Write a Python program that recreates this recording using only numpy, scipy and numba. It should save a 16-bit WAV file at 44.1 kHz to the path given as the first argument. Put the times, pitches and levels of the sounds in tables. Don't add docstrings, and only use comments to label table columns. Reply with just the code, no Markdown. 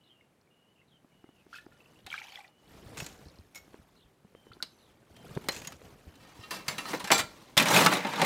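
import sys
import numpy as np
from scipy import signal
from scipy.fft import rfft, irfft
from scipy.io import wavfile
from scipy.ndimage import uniform_filter1d, map_coordinates
from numba import njit

SR = 44100
rng = np.random.default_rng(int(sys.argv[2]) if len(sys.argv) > 2 else 0)


def put_to_file(sound):
    columns = np.atleast_2d(sound).T
    safe = np.clip(columns, -1, 1)
    whole_steps = np.round(safe * 32767)
    wavfile.write(sys.argv[1], SR, whole_steps.astype(np.int16))


def natural_amplitude(level_db):
    exponent = np.asarray(level_db, float) / 20
    return 10 ** exponent


N = 364089
T60_DECAY = np.log(1000)


@njit
def ring(start, hz, t60, size, glide, soft):
    out = np.zeros(N)
    for g in range(len(start)):
        z = size[g] + 0j
        gap = 1.0
        close = np.exp(-hz[g] / (soft * SR))
        turn = np.exp((2j * np.pi * hz[g] - np.log(1000) / t60[g]) / SR)
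        n = int(t60[g] * SR)
        bend = np.exp(2j * np.pi * hz[g] * glide / SR / (n + 1))
        first = int(start[g] * SR)
        for i in range(max(first, 0), min(first + n, N)):
            out[i] += z.imag * (1 - gap)
            z = z * turn
            turn = turn * bend
            gap = gap * close
    return out


def band(x, hz, width):
    return signal.lfilter(*signal.iirpeak(hz, hz / width, SR), x)


def body(x, peaks, wet_db):
    return x + natural_amplitude(wet_db) * sum(natural_amplitude(db) * band(x, hz, width) for hz, width, db in peaks)


def burst(s, rise_s, fall_s, db):
    return [(s - rise_s, db - 30), (s, db), (s + fall_s, db - 30)]


def follow(control, colour):
    s, db = np.transpose(control)
    offset_db, steep = np.transpose(colour)
    top = db.max()
    return np.column_stack([s, top + offset_db + np.outer(db - top, steep)])


def shower(table, edges, t60_1k, scatter_db, glide, clump_db, clump_s, count, every):
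    edges = np.sqrt(edges)
    s, *levels = np.transpose(table)
    low, span, length = edges[0, 0], edges[-1, 1] - edges[0, 0], s[-1] - s[0]
    share = (edges[:, 1] - edges[:, 0]) / span
    clumps = int(count * length / every)
    even, strong = np.repeat(rng.random((clumps, 2)), every, axis=0).T
    late, pitch, turn, odd, long = rng.random((clumps * every, 5)).T
    when = s[0] + even * length - clump_s * np.log(1 - late)
    root = low + pitch * span
    per_band = np.array([np.interp(when, s, db) for db in levels]) - 10 * np.log10(share)[:, None]
    place = np.interp(root, edges.mean(axis=1), np.arange(len(edges)))
    db = map_coordinates(per_band, [place, np.arange(len(when))], order=1)
    db = db - .09 * np.maximum(root - 88, 0)
    t60 = t60_1k * (.5 + long) * np.sqrt(1000) / root
    luck_db = -scatter_db * np.log(1 - odd) - clump_db * np.log(1 - strong)
    luck = natural_amplitude(np.minimum(luck_db, 16.0))
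    crowd = np.mean(luck ** 2) * count * t60 / (4 * T60_DECAY)
    size = natural_amplitude(db) * luck / np.sqrt(crowd)
    return ring(when, root ** 2, t60, size * np.sign(turn - .5), glide, 0.48)


def blows(table, kind, spread_s, gain_db, count):
    s, db, bright_db, peak_hz = np.repeat(table, count, axis=0).T
    low_db, high_db, t60 = kind[0] - bright_db, kind[1] + bright_db, kind[2] - kind[3] * db
    pitch, late, long, sign = rng.random((len(s), 4)).T
    pitch = (np.arange(len(s)) % count + pitch) / count
    hz = (13 + 112 * pitch) ** 2
    place = np.interp(np.log(hz), np.log([450, 2200, 8000, 16000]), [0, 1, 2, 3])
    treble = high_db * np.minimum(place - 1, 1) - 7.0 * np.maximum(place - 2, 0)
    colour = np.where(place < 1, low_db * (1 - place), treble)
    near = np.exp(-(np.log(hz / peak_hz) / 0.066) ** 2)
    t60 = np.clip(t60, .004, .4) * (0.18 + long + 0.2 * near) * (2000 / hz) ** 0.35
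    size = natural_amplitude(db + colour + 11.0 * near + gain_db) * np.sign(sign - .5)
    when = s + spread_s * late ** 3 * (1 - .7 * pitch)
    return ring(when, hz, t60, size, 0., 0.13)


def struck(hits, modes, gain_db, longest_s, mix_db=2.2, wander=0.):
    s, db = np.repeat(hits, len(modes), axis=0).T
    hz, mode_db, t60 = np.tile(modes, (len(hits), 1)).T
    mix, split, shift = rng.standard_normal((len(s), 3)).T
    hz = hz * (1 + wander * shift)
    size = natural_amplitude(db + mode_db + mix_db * mix + gain_db)
    t60 = np.clip(t60, .02, longest_s)
    twin = ring(s, hz * (1 + 0.0118 * split), 1.24 * t60, 0.5 * size, 0., 3.0)
    return ring(s, hz, t60, size, 0., 3.0) + twin


def notes(table, cycles, glide, soft, ratios):
    s, db, hz = np.transpose(table)
    return sum(ring(s, hz * r, cycles / (hz * r), natural_amplitude(db) / r ** 0.62, glide, soft) for r in ratios)


def walls(x, t60, wet_db):
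    t = np.arange(SR // 2) / SR
    dull = signal.lfilter([1], [1, -.45], rng.standard_normal(len(t)))
    tail = dull * np.exp(-T60_DECAY * t / t60) * np.clip(t / 0.0082, 0, 1)
    tail = tail / np.sqrt(np.sum(tail ** 2))
    return x + natural_amplitude(wet_db) * signal.fftconvolve(x, tail)[:N]


# [pitch_hz, level_db per Hz]
ROOM_SPECTRUM = [(30, -18), (130, 1), (363, -4), (1070, -13.5), (2500, -19.5), (5430, -27.5), (11300, -29),
                 (16000, -38)]


def room_tone():
    hz, db = np.transpose(ROOM_SPECTRUM)
    gain = natural_amplitude(np.interp(np.log(np.fft.rfftfreq(N, 1 / SR) + 1), np.log(hz), db))
    air = irfft(rfft(rng.standard_normal(N)) * gain, N)
    room_db = -62.5
    return air * natural_amplitude(room_db - 5.5) / air.std()


# [start_s, length_s, from_hz, to_hz, level_db]
BIRD_WHISTLES = [(0, 0.29, 2990, 2740, -72), (0.034, 0.078, 4000, 3500, -71),
                 (0.097, 0.048, 3190, 3150, -61), (0.497, 0.29, 2830, 2980, -74),
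                 (0.757, 0.086, 2900, 2600, -71), (0.875, .08, 4000, 3450, -74),
                 (0.914, 0.08, 3160, 3040, -68), (1.101, 0.32, 2900, 2930, -74),
                 (1.357, 0.082, 2860, 2580, -71), (1.712, 0.38, 2940, 2970, -77),
                 (2.454, 0.45, 2910, 3010, -75), (3.96, .12, 4000, 2950, -67.5),
                 (4.345, 0.24, 3150, 2990, -70), (4.775, 0.17, 4270, 3100, -71),
                 (4.656, 0.3, 11400, 11000, -80), (4.703, 0.17, 6200, 5900, -78),
                 (5.15, .12, 3150, 3100, -65.5), (6.058, 0.32, 3030, 3050, -74)]


def birds():
    out = np.zeros(N)
    for start, length, from_hz, to_hz, db in BIRD_WHISTLES:
        hoarse_hz = 38 + .04 * abs(to_hz - from_hz) / length
        u = np.linspace(0, 1, int(length * SR))
        slow = uniform_filter1d(rng.standard_normal((2, N // 8)), size=160)
        waver, swell = 11.0 * slow[:, :len(u)]
        hz = from_hz + (to_hz - from_hz) * u + hoarse_hz * waver
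        fade = np.clip(18.0 * u, 0, 1) * np.clip(3.0 * (1 - u), 0, 1)
        shape = fade * natural_amplitude(db + 1 + 3.4 * swell)
        out[int(start * SR):][:len(u)] += shape * np.sin(2 * np.pi * np.cumsum(hz) / SR)
    return out


# [start_s, level_db]
SHIRT_EFFORT = [(1.0, -74), (1.95, -58), (2.12, -67), (2.5, -76), (2.72, -53), (2.95, -47), (3.3, -56),
                (3.5, -62), (3.73, -57), (4.2, -70), (4.55, -60), (5.05, -62), (5.33, -47), (5.72, -47),
                (5.77, -58), (5.85, -50), (5.97, -56), (7.56, -56)]
# [from_hz, to_hz]
SHIRT_BANDS = [(36, 400), (400, 2500), (2500, 15300)]
# [level_db re effort at its top, steepness in dB per dB of effort]
SHIRT_BAND_LEVELS = [(1.5, 1.05), (-7.5, .95), (-13.5, .85)]
# [start_s, level_db, pitch_hz]
DULL_KNOCKS = [(6.682, -30, 140), (0.939, -51, 191), (1.046, -43, 275), (7.57, -20, 140), (1.242, -36, 318),
               (1.29, -39.5, 307), (1.466, -40, 363), (1.665, -33.5, 336), (2.05, -44, 90),
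               (2.066, -46, 783), (2.86, -34, 95), (3.022, -26, 156), (3.26, -36, 75), (3.39, -36, 85),
               (3.679, -41, 300), (3.743, -31, 400), (3.79, -42, 80), (4.248, -39, 190), (4.35, -34, 480),
               (4.468, -38, 420), (7.04, -29, 190), (4.568, -38, 363), (5.028, -45, 330), (5.11, -43, 90),
               (5.31, -33, 150), (5.366, -19, 150), (5.374, -17, 400), (5.817, -35, 480), (6.07, -33, 75),
               (6.392, -34, 105), (7.12, -27, 200), (7.16, -28, 180), (7.2, -27, 160), (7.24, -32, 140),
               (6.78, -33, 200), (6.935, -29, 200), (4.505, -42, 110), (4.528, -44, 400), (1.15, -50, 230),
               (2.75, -40, 200), (7.61, -24, 200), (4.05, -48, 60), (6.14, -47, 900), (6.25, -42, 780),
               (6.285, -41, 850), (3.12, -40, 500), (8.22, -19, 400)]


def shirt():
    effort = follow(SHIRT_EFFORT, SHIRT_BAND_LEVELS)
    rustle = shower(effort, SHIRT_BANDS, 0.027, 2.1, 0., 1.03, .02, count=9000, every=30)
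    bumps = notes(DULL_KNOCKS, 5.5, 0., .4, [1, 2.3, 3.7])
    return natural_amplitude(-1.5) * rustle + natural_amplitude(1.5) * bumps


# [start_s, level_db, pitch_hz]
DRIPS = [(0.2099, -54, 2140), (0.474, -63, 2260), (0.8155, -58, 2090), (1.716, -58, 1740),
         (1.722, -57, 1380), (1.745, -59, 1390), (1.12, -63, 2250), (1.26, -63, 2080), (1.8048, -49, 2650),
         (1.8582, -51, 2680), (1.9589, -56, 2700)]
# [start_s, level_db, pitch_hz]
SMALL_TICKS = [(0.4125, -59, 5030), (1.9886, -52, 3330), (2.4778, -50, 4230), (2.677, -53, 3900),
               (3.2544, -49, 4640), (3.268, -51, 4900), (3.284, -45.5, 4940), (3.298, -48, 4500),
               (3.3568, -53, 4910), (3.3856, -48, 4800), (4.519, -52, 3800), (4.519, -53, 2400),
               (4.533, -42, 4100), (4.674, -52, 4500), (5.766, -50, 6700), (2.003, -56, 3300),
               (2.044, -56, 3800), (1.775, -60, 5500), (1.66, -58, 5500)]


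def drips():
    plinks = notes(DRIPS, 80.0, .08, 0.83, [1])
    return plinks + notes(SMALL_TICKS, 60.0, 0., 6.0, [.86, 1, 1.12])


# start_s, rise_s, fall_s, level_db
BOTTLE_SLOSH = (1.555, .07, .1, -50)
# [level_db, steepness in dB per dB of flow]
SLOSH_BAND_LEVELS = [(-40, .6), (0, 1.05), (-10, .8)]
# [start_s, level_db]
STREAM_FLOW = [
    (2.05, -80),
    (2.072, -62),
    (2.095, -56),
    (2.115, -46),
    (2.22, -49),
    (2.25, -54),
    (2.39, -55),
    (2.41, -61),
    (2.5, -76),
]
# [from_hz, to_hz]
SPLASH_BANDS = [(500, 1300), (1700, 3800), (3800, 15000)]
# [level_db, steepness in dB per dB of flow]
SPLASH_BAND_LEVELS = [(-21, .2), (-1, 1.05), (-14, .6)]
# [pitch_hz, width_hz, level_db]
SHAKER_RESONANCES = [(793, 160, 10), (2000, 74, -13), (2310, 130, -4), (3150, 70, -1)]
# [start_s, level_db, pitch_hz]
GULPS = [(1.529, -34.5, 1370), (1.559, -38, 1410), (2.074, -42, 760), (2.145, -48, 760), (2.28, -48, 950),
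         (2.213, -41.5, 850), (2.249, -47, 850), (2.332, -48, 800), (2.387, -39, 815), (2.407, -47, 800),
         (2.445, -52, 760), (4.517, -40.5, 1350), (4.603, -38, 1440)]
# [start_s, level_db, pitch_hz]
LOUD_BUBBLES = [(1.5415, -37, 1570), (1.539, -48, 4400), (1.551, -41, 2520), (1.556, -50, 6500),
                (1.559, -48, 3300), (1.583, -45, 2620), (1.587, -49, 3350), (1.5852, -39, 1710),
                (2.117, -40, 1400), (2.117, -37, 3100), (2.141, -32, 1280), (2.141, -33, 2300),
                (2.143, -38, 3200), (2.157, -39, 1650), (2.19, -39, 3150), (2.195, -42, 1350),
                (2.218, -38, 1980), (2.24, -42, 2650), (2.27, -43, 3200), (2.322, -44, 4400),
                (2.333, -45, 3400), (2.358, -40, 2300), (2.444, -45, 2400), (2.448, -46, 1950),
                (2.1031, -31.5, 3140), (2.1151, -36, 2310), (2.1276, -26, 2280), (2.14, -28, 1584),
                (2.1789, -28, 2310), (2.186, -33, 2300), (2.2169, -34.5, 2320), (2.284, -45, 2460),
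                (2.3226, -43, 2260), (2.357, -31.5, 3330), (2.3744, -38, 1960), (2.4049, -40, 2310)]
# [pitch_hz, level_db, t60_s]
BOTTLE_MODES = [(1435, -9.5, 0.32), (1780, -10, 0.22), (2600, -9, 0.11), (4400, -12, 0.092),
                (3300, -18, .1), (2150, -20, .15), (5400, -20, .08)]
# [start_s, level_db]
BOTTLE_TAPS = [
    (1.53, -52),
    (1.555, -44),
    (1.587, -56),
    (1.72, -62),
]


def splash():
    slosh = follow(burst(*BOTTLE_SLOSH), SLOSH_BAND_LEVELS)
    stream = follow(STREAM_FLOW, SPLASH_BAND_LEVELS)
    fizz = sum(shower(flow, SPLASH_BANDS, 0.031, 5.4, 0.2, 2.5, .004, count=6000, every=8)
               for flow in (slosh, stream))
    big = notes(GULPS, 38.0, 0.04, 0.88, [1]) + notes(LOUD_BUBBLES, 47.0, .06, 0.55, [1])
    glass = struck(BOTTLE_TAPS, BOTTLE_MODES, -1, .33)
    return body(fizz, SHAKER_RESONANCES, -3.5) + big + glass


# [start_s, level_db, pitch_hz]
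CORK_POPS = [
    (4.6258, -10, 4250),
    (4.634, -31, 4200),
]


def cork():
    return notes(CORK_POPS, 50.0, 0., 2.5, [.95, 1, 1.04, 1.15]) * natural_amplitude(-9)


# [start_s, rise_s, fall_s, level_db]
MAT_SCRAPES = [
    (2.974, .006, .24, -42),
    (3.557, .008, .07, -46),
    (5.487, .003, .28, -39),
]
# [from_hz, to_hz]
SCRAPE_BANDS = [(400, 1500), (1500, 5000), (5000, 15500)]
# [level_db, steepness in dB per dB]
SCRAPE_BAND_LEVELS = [(-4, .9), (0, .95), (-5, .95)]
# [start_s, level_db, brightness_db, pitch_hz]
BAR_BLOWS = [(2.0643, -33, -1, 3900), (2.9718, -30, -1, 2570), (2.986, -36, 3, 7200),
             (3.0015, -28, -2, 2600), (3.0637, -33, 5, 7200), (3.547, -42, 6, 2300), (3.556, -39, 5, 2200),
             (3.043, -42, 3, 4300), (5.44, -48, 2, 3500), (6.155, -50, 3, 4000), (4.6255, -27, 3, 4350),
             (5.1647, -46.5, 2, 3110), (5.3502, -44, 4, 3600), (5.486, -13.5, 0, 4200),
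             (5.541, -42, 1, 2480), (5.5633, -33, 3, 2550), (5.6179, -35, 0, 2400), (5.648, -35, 2, 2700),
             (5.672, -31, 8, 6750), (5.7219, -37, 2, 1270)]
# low_db, high_db, t60_s at 0 dB, s longer per dB softer
BAR_BLOW_KIND = (-7, -5, .04, .0003)
# [pitch_hz, level_db, t60_s]
JIGGER_MODES = [(2200, -4, .12), (5500, -3, .15), (6900, -5, .1), (9600, -8, .08), (12100, -4, .15)]
# [start_s, level_db]
JIGGER_RINGS = [
    (3.002, -46),
    (3.556, -48),
]


def set_down():
    scrape = sum(shower(follow(burst(*one), SCRAPE_BAND_LEVELS), SCRAPE_BANDS, 0.014, 2.5, 0., .6, .005,
                        count=8000, every=30) for one in MAT_SCRAPES)
    scrape = body(natural_amplitude(-4.5) * scrape, [(6730, 1300, 0)], 4.7)
    knocks = blows(BAR_BLOWS, BAR_BLOW_KIND, .008, -18.5, count=100)
    return scrape + knocks + struck(JIGGER_RINGS, JIGGER_MODES, 0.5, .2)


# [pitch_hz, width_hz, level_db]
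BOWL_MODES = [(1017, 170, 0), (1810, 58, -16), (2140, 51, -3), (2780, 14, -14), (3220, 29, -16),
              (4020, 61, -0.5), (4550, 58, -18), (4610, 97, -19), (5940, 57, -5)]
# [pitch_hz, level_db, t60_s]
SCOOP_MODES = [(1370, -14.5, .3), (2003, -16, .23), (2363, -5, 0.19), (3488, -11, .22), (4290, -12, .25),
               (4657, -13, 0.24), (5938, -14, 0.17), (6315, -17, 0.18), (7385, -13, .2), (7725, -4, 0.05),
               (3989, -16, .25), (5200, -16, .15), (10260, -28, .2), (12070, -20, .15)]
# [start_s, level_db]
SCOOP_BLOWS = [
    (7.0434, -30),
    (7.0743, -36),
    (7.1167, -6.5),
    (7.145, -14),
    (7.1904, -25),
]
# [pitch_hz, level_db, t60_s]
RIM_MODES = [(1270, -8, 0.29), (1840, -4, .15), (2375, -11, 0.23), (2756, -8, 0.25), (3450, -12, 0.23),
             (4020, -9, 0.13), (4300, -12, 0.16), (4620, -12, .2), (5200, -12, 0.14)]
# [start_s, level_db]
RIM_BLOWS = [(6.14, -50), (6.2, -48), (6.25, -45), (6.29, -47), (6.88, -32), (6.935, -30), (6.4093, -42),
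             (6.435, -35), (6.507, -26), (6.5596, -30.5), (6.681, -26), (6.781, -24), (6.8543, -32)]
# [pitch_hz, level_db, t60_s]
EDGE_MODES = [(1114, -4, .11), (1750, -8, .19), (3144, -10, .12), (3860, -8, .25), (5276, -8, .13),
              (5663, -8, .13), (6309, -10, .16), (7311, -7, .18), (8204, -9, .16), (9300, -9, .15),
              (10190, -14, .15), (10610, -14, .15), (11500, -13, .15), (13000, -15, .12)]
# [start_s, level_db]
EDGE_BLOWS = [(6.428, -44), (6.508, -26), (6.545, -34), (6.6815, -22), (6.7815, -28), (6.854, -36),
              (6.885, -36), (6.9965, -36), (7.0405, -30), (7.0735, -30), (7.117, -15), (7.18, -23),
              (7.57, -16)]


def scoop():
    whole = struck(SCOOP_BLOWS, SCOOP_MODES, -10, 0.3, mix_db=1.2)
    rim = struck(RIM_BLOWS, RIM_MODES, -12.5, .27, mix_db=3.5, wander=.015)
    edge = struck(EDGE_BLOWS, EDGE_MODES, -15, .15, mix_db=4.5, wander=.025)
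    return whole + rim + edge


# [from_hz, to_hz]
ICE_BANDS = [(118, 400), (400, 2500), (2500, 6000), (6000, 15800)]
# [start_s, level_db]
STIR_FORCE = [(6.2, -63), (6.506, -57), (6.51, -39), (6.56, -44), (6.64, -60), (6.679, -52), (6.683, -38),
              (6.72, -46), (6.778, -52), (6.783, -43), (6.845, -50), (6.87, -42), (6.935, -40), (6.99, -48),
              (7.098, -52), (7.113, -46)]
# [start_s, level_db]
TIP_FORCE = [
    (7.12, -24),
    (7.175, -36),
    (7.2, -33),
    (7.225, -45),
    (7.28, -59),
    (7.41, -58),
    (7.56, -65),
]
# [level_db, steepness in dB per dB of force]
STIR_BAND_LEVELS = [(-5, .8), (-1, .95), (-2.5, .95), (-2.5, 1.1)]
# [start_s, level_db]
DIG_FORCE = [(7.57, -19), (7.578, -22), (7.605, -23), (7.645, -32), (7.67, -26), (7.716, -21), (7.768, -17),
             (7.84, -23), (7.89, -28), (7.93, -25), (8.0, -36), (8.18, -33), (8.256, -27)]
# [level_db, steepness in dB per dB of force]
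DIG_BAND_LEVELS = [(-4.5, 1.0), (1.0, .9), (-3.5, 1.1), (-5, 1.5)]
# [start_s, level_db, brightness_db, pitch_hz]
CUBE_KNOCKS = [(6.5081, -29, 5, 4600), (6.5128, -29, 0, 1100), (6.54, -35, 4, 4300), (6.6812, -17, 5, 4620),
               (6.782, -24, 3, 2770), (6.8538, -32.5, -7, 1270), (6.885, -36, 3, 1000),
               (6.933, -21, -14, 510), (6.9965, -34, 5, 4000), (7.0015, -28, -3, 966),
               (7.0428, -23, 1, 820), (7.074, -25, 2, 1680), (7.1035, -8, -9, 633), (7.1159, -3, 4, 760),
               (7.119, -9, -8, 780), (7.1795, -20, 8, 7400), (7.1907, -13, 3, 1345), (7.2, -21, 5, 3900),
               (7.5688, -11.5, 3, 3570), (7.5766, -2, 7, 3400), (7.587, -12, 6, 2500),
               (7.5984, -11, 6, 2500), (7.624, -21, 10, 12000), (7.656, -17, 4, 2310),
               (7.6686, -17, 3, 894), (7.684, -19, 8, 5900), (7.7054, -15, -8, 876), (7.7441, -11, 0, 947),
               (7.763, -5, 2, 2500), (7.79, -12, 3, 1100), (7.807, -17, 8, 11000), (7.822, -14, -2, 1300),
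               (7.848, -19, 8, 9000), (7.8618, 1.5, 0, 1300), (7.925, -12, -2, 1340),
               (7.935, -21, 9, 10500), (7.9689, -20, 1, 3800), (8.005, -26, -3, 2000),
               (8.0475, -19, -9, 870), (8.0667, -24, -2, 3000), (8.135, -24, -6, 500),
               (8.1579, -24, -2, 3600), (8.1962, -16, -8, 1000), (8.2158, -8, -1, 800),
               (8.22, -13, -10, 560), (8.244, -20, 0, 2100), (8.247, -24, 12, 14000),
               (8.2494, -13, -6, 910)]
# low_db, high_db, t60_s at 0 dB, s longer per dB softer
CUBE_BLOW_KIND = (-10, -10, .038, .0017)
# [pitch_hz, width_hz, level_db]
BIN_RESONANCES = [(163, 86, -1.5), (600, 50, -4), (898, 140, -2.5), (1142, 31, -6), (1310, 17, -8.5),
                  (1600, 17, -15), (2100, 240, -11.5), (3560, 49, -12), (4020, 55, 1.5)]


def ice():
    stir = follow(STIR_FORCE + TIP_FORCE, STIR_BAND_LEVELS)
    dig = follow(DIG_FORCE, DIG_BAND_LEVELS)
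    scooped, dug = (shower(force, ICE_BANDS, .06, 2.0, 0., 1.2, .008, count=13000, every=26)
                    for force in (stir, dig))
    knocks = blows(CUBE_KNOCKS, CUBE_BLOW_KIND, .012, -21, count=120)
    lifted = np.arange(N) < 7.5 * SR
    in_bowl = body(natural_amplitude(-3.5) * scooped + lifted * knocks, BOWL_MODES, 1.7)
    in_bin = body(natural_amplitude(-5.5) * dug + ~lifted * knocks, BIN_RESONANCES, 0.81)
    return in_bowl + in_bin


def scene():
    far = birds() + drips() + splash() + cork() + set_down() + scoop() + ice()
    far = signal.lfilter(*signal.butter(2, 110, "high", fs=SR), far)
    return (walls(far, 0.23, -15.5) + shirt() + room_tone())[None]


def roll_off(x):
    return signal.sosfilt(signal.butter(12, 16450, fs=SR, output="sos"), x)


def record(dry):
    thin = signal.lfilter(*signal.butter(1, 45, "high", fs=SR), dry)
    mix = np.tanh(1.107 * thin) / 1.128
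    return roll_off(mix)


dry = scene()
out = record(dry)
put_to_file(out)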